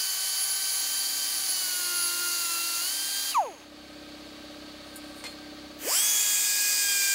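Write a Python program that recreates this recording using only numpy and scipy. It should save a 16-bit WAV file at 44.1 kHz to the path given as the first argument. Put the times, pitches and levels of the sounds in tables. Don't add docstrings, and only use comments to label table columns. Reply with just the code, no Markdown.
import sys
import numpy as np
from scipy import signal
from scipy.fft import rfft, irfft, next_fast_len
from scipy.io import wavfile
from scipy.ndimage import uniform_filter1d, map_coordinates

SR = 44100
rng = np.random.default_rng(int(sys.argv[2]) if len(sys.argv) > 2 else 0)


def generate_wav(sig):
    pcm = np.round(np.clip(np.atleast_2d(sig).T, -1, 1) * 32767).astype(np.int16)
    wavfile.write(sys.argv[1], SR, pcm)


N = 314874

# time_s, shaft_hz, stone_pressure (about 0-1), vane_octave_swell_db
ROTOR_TRACK = [(0, 380.3, 0.1, -1), (.25, 382.5, 0.13, 0.5), (.8, 386.2, .1, -1.5), (1.04, 389.8, 0, 2),
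               (1.42, 385, 0, -3), (1.57, 374, 0, 3), (1.68, 367, 0.35, -1), (1.82, 357.4, .92, -3),
               (2.06, 348.4, 1, 1), (2.22, 353, 1.06, -2), (2.42, 347, 0.69, 0.5), (2.52, 340, 1, -0.5),
               (2.68, 344.7, .7, 0.5), (2.8, 343.6, 0.81, -0.5), (2.92, 387.7, 0, 0),
               (3.05, 396.2, 0.06, 1.5), (3.28, 399.3, 0.01, 0), (6.06, 421.8, 0.01, 1),
               (6.28, 414, .15, -3.5), (6.42, 413.2, 0.16, -3), (6.51, 412, 0.68, -13),
               (6.77, 411.8, 0.77, -8), (6.89, 405, .82, 3), (7.02, 399, 1, 1), (7.14, 398.6, 0.99, -2)]
# multiple, light_db, pressed_db, free_db, restart_light_db, restart_pressed_db,
# coast_db, run_up_db (last two add to the port response)
STRONG_ORDERS = [(1, -70.5, -53.5, -68, -65, -59, -40, -30), (2.003, -57.5, -65, -60.5, -55, -69, -34, -15),
                 (2.995, -57.5, -53, -67, -60, -65, -32, -25),
                 (3.997, -51, -39.5, -48.5, -48, -35, -0.5, -0.5),
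                 (5.993, -55.5, -53, -58, -49, -36, -25, -23),
                 (7.99, -44.5, -44, -41.5, -34.5, -43, -18.5, -17),
                 (11.97, -41.5, -48, -41, -54, -43, -35, -30), (15.8, -70, -70, -70, -70, -70, -35, -45),
                 (20.2, -70, -70, -70, -70, -70, -44, -45), (23.9, -55, -59, -65, -70, -70, -43, -45)]
# multiple, level_db, free_gain_db, restart_gain_db
WEAK_ORDERS = [(5, -60, 2, 4), (7, -59.5, 5, 5.5), (9, -59, 8, 8.5), (10, -57, 11, 1), (11, -51, 7, -12),
               (13, -53, -2, -6)]
# freq_hz, coast_db, run_up_db
PORT_RESPONSE = [(150.4, -94, -78), (279.6, -51, -44), (525, -35.5, -30), (680, -29, -35), (809, -21, -39),
                 (1040, -22, -34), (1270, -28.5, -41), (1770, -40, -35), (2550, -19, -31), (3200, -21, -14),
                 (4506, -28, -20), (6600, -3, -25), (9000, -20, -25)]
# freq_hz, density_db
HISS_SPECTRUM = [(1470, -34), (2500, -50), (3150, -11.5), (3490, -13.5), (4680, 0.5), (5340, -8),
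                 (5860, -6.5), (6840, -2.5), (8050, -12.5), (10500, -2.5), (11100, -5.5), (12600, -14.5),
                 (14300, -6), (15100, -6.5), (15900, -13)]
# freq_hz, density_db
JET_ON_GRATE_SPECTRUM = [(1470, -37), (2500, -4.5), (2700, -22), (3570, -9.5), (3860, -15), (4790, -2),
                         (5300, -5), (7450, 0), (8170, -1), (9540, -9), (12800, -18), (14300, -8),
                         (15900, -20)]
# freq_hz, density_db
ROAR_SPECTRUM = [(35, -58), (60, -30.5), (650, -9), (757, -7), (1440, -5.5), (1550, -3), (2490, -3.5),
                 (3160, -3), (3500, -19), (4550, -26), (7700, -120)]
# start_s, end_s, from_hz, to_hz, width_hz, gain_db
POCKET_BANDS = [(2.9, 3.32, 8800, 8000, 410, 7), (3.3, 3.6, 12000, 9500, 700, 3),
                (3.33, 3.78, 6600, 6400, 250, 17), (5.88, 6.12, 6800, 8600, 280, 9),
                (5.875, 6.02, 5000, 5600, 580, 10), (5.98, 6.27, 6100, 6930, 480, 8.5),
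                (6.2, 6.53, 6800, 7400, 400, 4.5), (5.95, 6.2, 4060, 4800, 200, 4),
                (5.86, 6.08, 10300, 10800, 910, 9.5), (6.04, 6.36, 10100, 9920, 330, 10.5),
                (6.08, 6.3, 7900, 8400, 560, -6.5), (5.9, 6.14, 6100, 7600, 300, -8),
                (5.84, 6.2, 3900, 4600, 210, -5), (6.1, 6.5, 4800, 5600, 300, -5),
                (3.3, 3.41, 4000, 3900, 280, 9), (6.42, 7.4, 4950, 4750, 120, 6)]
# centre_s, length_s, level_db
STONE_BITES = [(.25, .12, -41), (0.435, 0.026, -29.5), (0.535, .05, -30.5), (.65, .05, -39),
               (.76, .1, -36.5), (.97, .06, -37), (1.22, .12, -44), (1.406, 0.084, -34),
               (1.504, 0.015, -30.5), (1.62, .08, -39), (1.748, .04, -39), (1.84, .05, -39),
               (2.017, 0.11, -32), (2.359, 0.097, -45), (2.55, 0.057, -39), (2.861, .06, -44)]
# pitch_hz, wobble_rate_hz, drift_hz, level_db
SQUEAL_MODES = [(10790, 25, 28, 0), (9050, 25, 10, -13)]
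# start_s, level_db, tilt_db_per_octave
BENCH_TOUCHES = [(4.94, -45, 14), (4.958, -28.5, 18), (5.037, -43, 8), (5.239, -36, -3),
                 (5.252, -39.5, -2.5), (5.264, -40, -2)]
# pitch_hz, level_db, t60_s
GRATE_MODES = [(2104, 3.5, 0.072), (2460, -6, 0.16), (3450, -7, 0.16), (4250, 2, 0.27), (5200, -12, 0.16),
               (7100, -6, .2), (7740, -15, .11), (8100, -3, .13), (8440, -2, 0.12), (9000, -12, 0.13),
               (9600, -3, 0.1), (10500, -10, 0.11), (11030, -13, .12), (12300, -9, .1), (12890, -16, 0.16),
               (14000, -18, .1), (15200, -16, .1)]
# time_s, level_db
DRAG_TRACK = [(4.82, -77), (4.87, -59), (5.03, -68), (5.16, -59), (5.32, -63), (5.42, -75), (5.6, -91)]
# multiple, level_db
STROKE_ORDERS = [(1, -29), (2, -14), (3, -20), (4, -19), (5, -18.5), (6, -14), (7, -12), (8, -14),
                 (9, -0.5), (10, -11), (11, -37), (12, -24), (13, -28), (14, -18), (17, -9.5), (18, -10),
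                 (19, -31.5), (20, -18.5), (22, -19.5), (23, -15.5), (24, -39)]
# pitch_hz, width_hz, level_db
HEAD_MODES = [(1140, 35, -1), (1275, 40, 0), (1570, 35, 2), (1845, 30, -5), (2245, 40, -5), (3800, 45, -4),
              (4420, 160, -4), (4610, 50, -4), (6420, 90, -13)]
# freq_hz, density_db
INTAKE_SPECTRUM = [(24, -38), (40, -15), (151, -25), (297, -7.5), (372, -12), (583, -13.5), (962, -18),
                   (1270, -21), (2430, -17), (4550, -14), (5550, -23.5), (14700, -37), (15900, -29)]

LIFT_S, SHUT_S, OPEN_S = 2.94, 3.31, 5.79
EMPTY_S, EMPTY_DB_PER_S = SHUT_S + 0.33, 260
FREE_FLOW_DB, RESTART_FLOW_DB = -1.5, 3
VANES = 4
TIME_S = np.arange(N) / SR
RESTART = TIME_S > 5


def shaft(coast_s=.11, valve_s=.01, creep=.05):
    held_hz = curves(ROTOR_TRACK)[0]
    shut_s = since(SHUT_S)
    coast = coast_s * np.exp(-shut_s / coast_s) - valve_s * np.exp(-shut_s / valve_s)
    speed = np.where(RESTART, step(5.907, .028), coast / (coast_s - valve_s))
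    shaft_hz = held_hz * (creep + (1 - creep) * speed)
    unsteady_hz = shaft_hz * (1 + 0.0008 * wobble(40)) + 0.00403 * (400 - shaft_hz) * wobble(150)
    return shaft_hz, 2 * np.pi * np.cumsum(unsteady_hz) / SR


def air_supply(bleed_s=0.098, fill_s=0.064, gust_s=.2):
    free = step(LIFT_S, 0.024) * ~RESTART
    shut = (1 - np.exp(-since(SHUT_S) / bleed_s)) * ~RESTART
    gust = np.exp(-since(OPEN_S) / gust_s) * RESTART
    drain_db = -32 * shut - EMPTY_DB_PER_S * since(EMPTY_S)
    fill_db = -29.5 * np.exp(-since(OPEN_S) / fill_s) - 1500 * until(OPEN_S)
    flow_db = np.where(RESTART, fill_db + RESTART_FLOW_DB, drain_db + FREE_FLOW_DB * free)
    return flow_db, free, shut, gust


def rotor_whine(shaft_hz, angle, bark_s=3.343, settle_s=5.97):
    def tone(order, level_db):
        gain = np.sqrt(2) * amp(level_db + 0.19 * order * wobble(50))
        return gain * np.sin(order * angle + 0.042 * order * wobble(120) + rng.uniform(0, 2 * np.pi))

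    flow_db, free, _, _ = air_supply()
    _, pressure, swell_db = curves(ROTOR_TRACK)
    gliding = step(bark_s, 0.0017) - step(settle_s, .012)
    empty_db = -EMPTY_DB_PER_S * np.minimum(since(EMPTY_S), 10 * until(OPEN_S))
    starve_db = 2.5 * (flow_db - FREE_FLOW_DB * free) * ~RESTART
    port_hz, port_coast_db, port_run_up_db = np.transpose(PORT_RESPONSE)
    whine = 0
    for order, light_db, pressed_db, free_db, *later_db in STRONG_ORDERS:
        restart_light_db, restart_pressed_db, coast_db, run_up_db = later_db
        held_db = np.where(RESTART, restart_light_db + pressure * (restart_pressed_db - restart_light_db),
                           light_db + pressure * (pressed_db - light_db) + free * (free_db - light_db))
        if round(order) == 2 * VANES:
            held_db += swell_db
        if round(order) in (VANES, 3 * VANES):
            held_db += starve_db
        pitch_hz = order * shaft_hz
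        glide_db = np.where(RESTART, log_interp(pitch_hz, port_hz, port_run_up_db) + run_up_db,
                            log_interp(pitch_hz, port_hz, port_coast_db) + coast_db)
        whine += tone(order, held_db + gliding * (glide_db + empty_db - held_db) + 1.3 * wobble(12))
    for order, level_db, free_gain_db, restart_gain_db in WEAK_ORDERS:
        held_db = level_db + free_gain_db * free + restart_gain_db * RESTART
        whine += tone(order, held_db + flow_db + 1.4 * wobble(6.7))
    return whine


def pocket_hiss():
    jet = np.where(RESTART, noise(JET_ON_GRATE_SPECTRUM), noise(HISS_SPECTRUM))
    freq_hz, frame_s, spectrum = signal.stft(jet, SR, nperseg=512)
    colour_db = 0
    for start_s, end_s, from_hz, to_hz, width_hz, gain_db in POCKET_BANDS:
        progress = np.clip((frame_s - start_s) / (end_s - start_s), 0, 1)
        centre_hz = to_hz + (from_hz - to_hz) * (1 - progress) ** 1.6
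        swell = np.abs(np.sin(np.pi * progress ** 0.77)) ** 0.77
        colour_db += gain_db * swell / (1 + ((freq_hz[:, None] - centre_hz) / width_hz) ** 2)
    patches = uniform_filter1d(rng.standard_normal(spectrum.shape), 5, axis=0)
    patches_db = 0.99 * unit_rms(uniform_filter1d(patches, 16, axis=1))
    return signal.istft(spectrum * amp(colour_db + patches_db), SR, nperseg=512)[1][:N]


def exhaust(angle):
    flow_db, free, shut, gust = air_supply()
    treble_db = -1 - 0.5 * free - 2 * shut + 6 * RESTART + 8 * gust
    roar_db = -15 + 1.5 * free + 19 * shut - 3 * RESTART + 18.5 * gust
    hiss = pocket_hiss()
    treble = filtered(hiss, lambda hz: 1 / (1 + (11500 / (hz + 1)) ** 12))
    chop = 1 + 0.05 * np.sin(VANES * angle) + 0.074 * np.sin(angle)
    hiss = (hiss - treble + treble * amp(treble_db)) * chop * amp(0.28 * wobble(25))
    puffs = 1 + .9 * shut * np.cos(VANES * angle)
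    roar = amp(roar_db) * puffs * noise(ROAR_SPECTRUM)
    return amp(flow_db - 29.5) * (hiss + roar)


def grate_squeal(edge_db_per_s=502):
    bites = sum(amp(level_db - edge_db_per_s * np.maximum(np.abs(TIME_S - centre_s) - length_s / 2, 0))
                for centre_s, length_s, level_db in STONE_BITES)
    modes = 0
    for pitch_hz, rate_hz, drift_hz, level_db in SQUEAL_MODES:
        gain = np.sqrt(2) * amp(level_db + 2.7 * wobble(rate_hz))
        phase = 2 * np.pi * np.cumsum(pitch_hz + drift_hz * wobble(14)) / SR
        modes += gain * np.sin(phase + wobble(rate_hz))
    return bites * modes


def grate_clinks(thud_t60_s=.12, attack_s=0.0006):
    clinks, age_s = np.zeros(N + SR), np.arange(SR // 3) / SR
    thud_band = signal.butter(2, [300, 4500], "band", fs=SR)
    attack = 1 - np.exp(-age_s / attack_s)
    for start_s, level_db, tilt_db_per_octave in BENCH_TOUCHES:
        ring = 0
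        for pitch_hz, mode_db, t60_s in GRATE_MODES:
            tilt_db = tilt_db_per_octave * min(np.log2(pitch_hz / 10000), .1)
            decay = amp(mode_db + tilt_db + rng.normal(0, 3.2) - 60 * age_s / t60_s)
            ring += decay * np.sin(2 * np.pi * pitch_hz * age_s + rng.uniform(0, 7.3))
        thud = signal.lfilter(*thud_band, rng.standard_normal(len(age_s)))
        thud *= amp(11 - 2 * tilt_db_per_octave - 60 * age_s / thud_t60_s)
        clinks[round(start_s * SR):][:len(age_s)] += amp(level_db - 10) * (ring + thud) * attack
    return clinks[:N]


def grate_drag(width_hz=150):
    modes = [(hz, width_hz, level_db + 6 * np.log2(hz / 10000)) for hz, level_db, _ in GRATE_MODES]
    return amp(curves(DRAG_TRACK)[0] + 3.8 * wobble(30)) * resonate(rng.standard_normal(N), modes)


def compressor(stroke_hz=33.25, cut_in_s=0.76):
    angle = 2 * np.pi * np.cumsum(stroke_hz * (1 + .0004 * wobble(3))) / SR
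    drone = 0
    for order, level_db in STROKE_ORDERS:
        gain = np.sqrt(2) * amp(level_db + wobble(8))
        throb = 1 + (.1 + .45 * (order > 12)) * np.cos(angle / 2)
        capped = min(order, 10)
        lag_rad = .24 * capped * (2 * order - capped) + rng.normal(0, .3)
        drone += gain * throb * np.cos(order * angle - lag_rad)
    turns = angle / (4 * np.pi)
    knocks = sum(size * np.diff(np.floor(turns + offset), prepend=0)
                 for offset, size in [(0, 0.4), (.45, 0.53)])
    head = amp(-9.5) * resonate(knocks * amp(wobble(30)), HEAD_MODES)
    rattle = amp(-6.5 + 1.7 * wobble(2.86)) * resonate(rng.standard_normal(N), HEAD_MODES)
    intake = amp(0.5) * noise(INTAKE_SPECTRUM)
    puff = 1 + 0.037 * np.cos(angle)
    pause = step(SHUT_S + 0.31, 0.155) - step(OPEN_S + 0.094, 0.047)
    gain_db = -77.5 + 17 * step(cut_in_s, 0.014) + 12 * pause
    return amp(gain_db) * (drone + head + puff * (rattle + intake))


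def amp(db):
    return 10 ** (np.asarray(db) / 20)


def unit_rms(x):
    return x / np.sqrt(np.mean(x ** 2) + 1e-20)


def since(start_s):
    return np.maximum(TIME_S - start_s, 0)


def until(end_s):
    return np.maximum(end_s - TIME_S, 0)


def step(centre_s, width_s):
    return .5 + .5 * np.tanh((TIME_S - centre_s) / width_s / 2)


def log_interp(hz, points_hz, points_db):
    return np.interp(np.log(hz + 1), np.log(points_hz + 1), points_db)


def curves(track):
    time_s, *columns = np.transpose(track)
    return [np.interp(TIME_S, time_s, column) for column in columns]


def wobble(rate_hz):
    return map_coordinates(rng.standard_normal(int(N * rate_hz / SR) + 4), [TIME_S * rate_hz])


def filtered(x, response):
    size = next_fast_len(N + 8192)
    return irfft(rfft(x, size) * response(np.fft.rfftfreq(size, 1 / SR)), size)[..., :N]


def noise(spectrum):
    points = np.transpose(spectrum)
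    return unit_rms(filtered(rng.standard_normal(N), lambda hz: amp(log_interp(hz, *points))))


def resonate(x, modes):
    def response(hz):
        return sum((-1) ** k * amp(db) * 1j * hz * width_hz / (mode_hz**2 - hz**2 + 1j * hz * width_hz)
                   for k, (mode_hz, width_hz, db) in enumerate(modes))
    return unit_rms(filtered(x, response))


def scene():
    shaft_hz, angle = shaft()
    grinder = rotor_whine(shaft_hz, angle) + exhaust(angle)
    mono = grinder + grate_squeal() + grate_clinks() + grate_drag() + compressor()
    return np.array([mono, mono])


def record(dry, ceiling=0.24, top_hz=15750):
    rounded = dry / (1 + np.abs(dry / ceiling) ** 3) ** (1 / 3)
    return filtered(rounded, lambda hz: hz < top_hz)


dry = scene()
out = record(dry)
generate_wav(out)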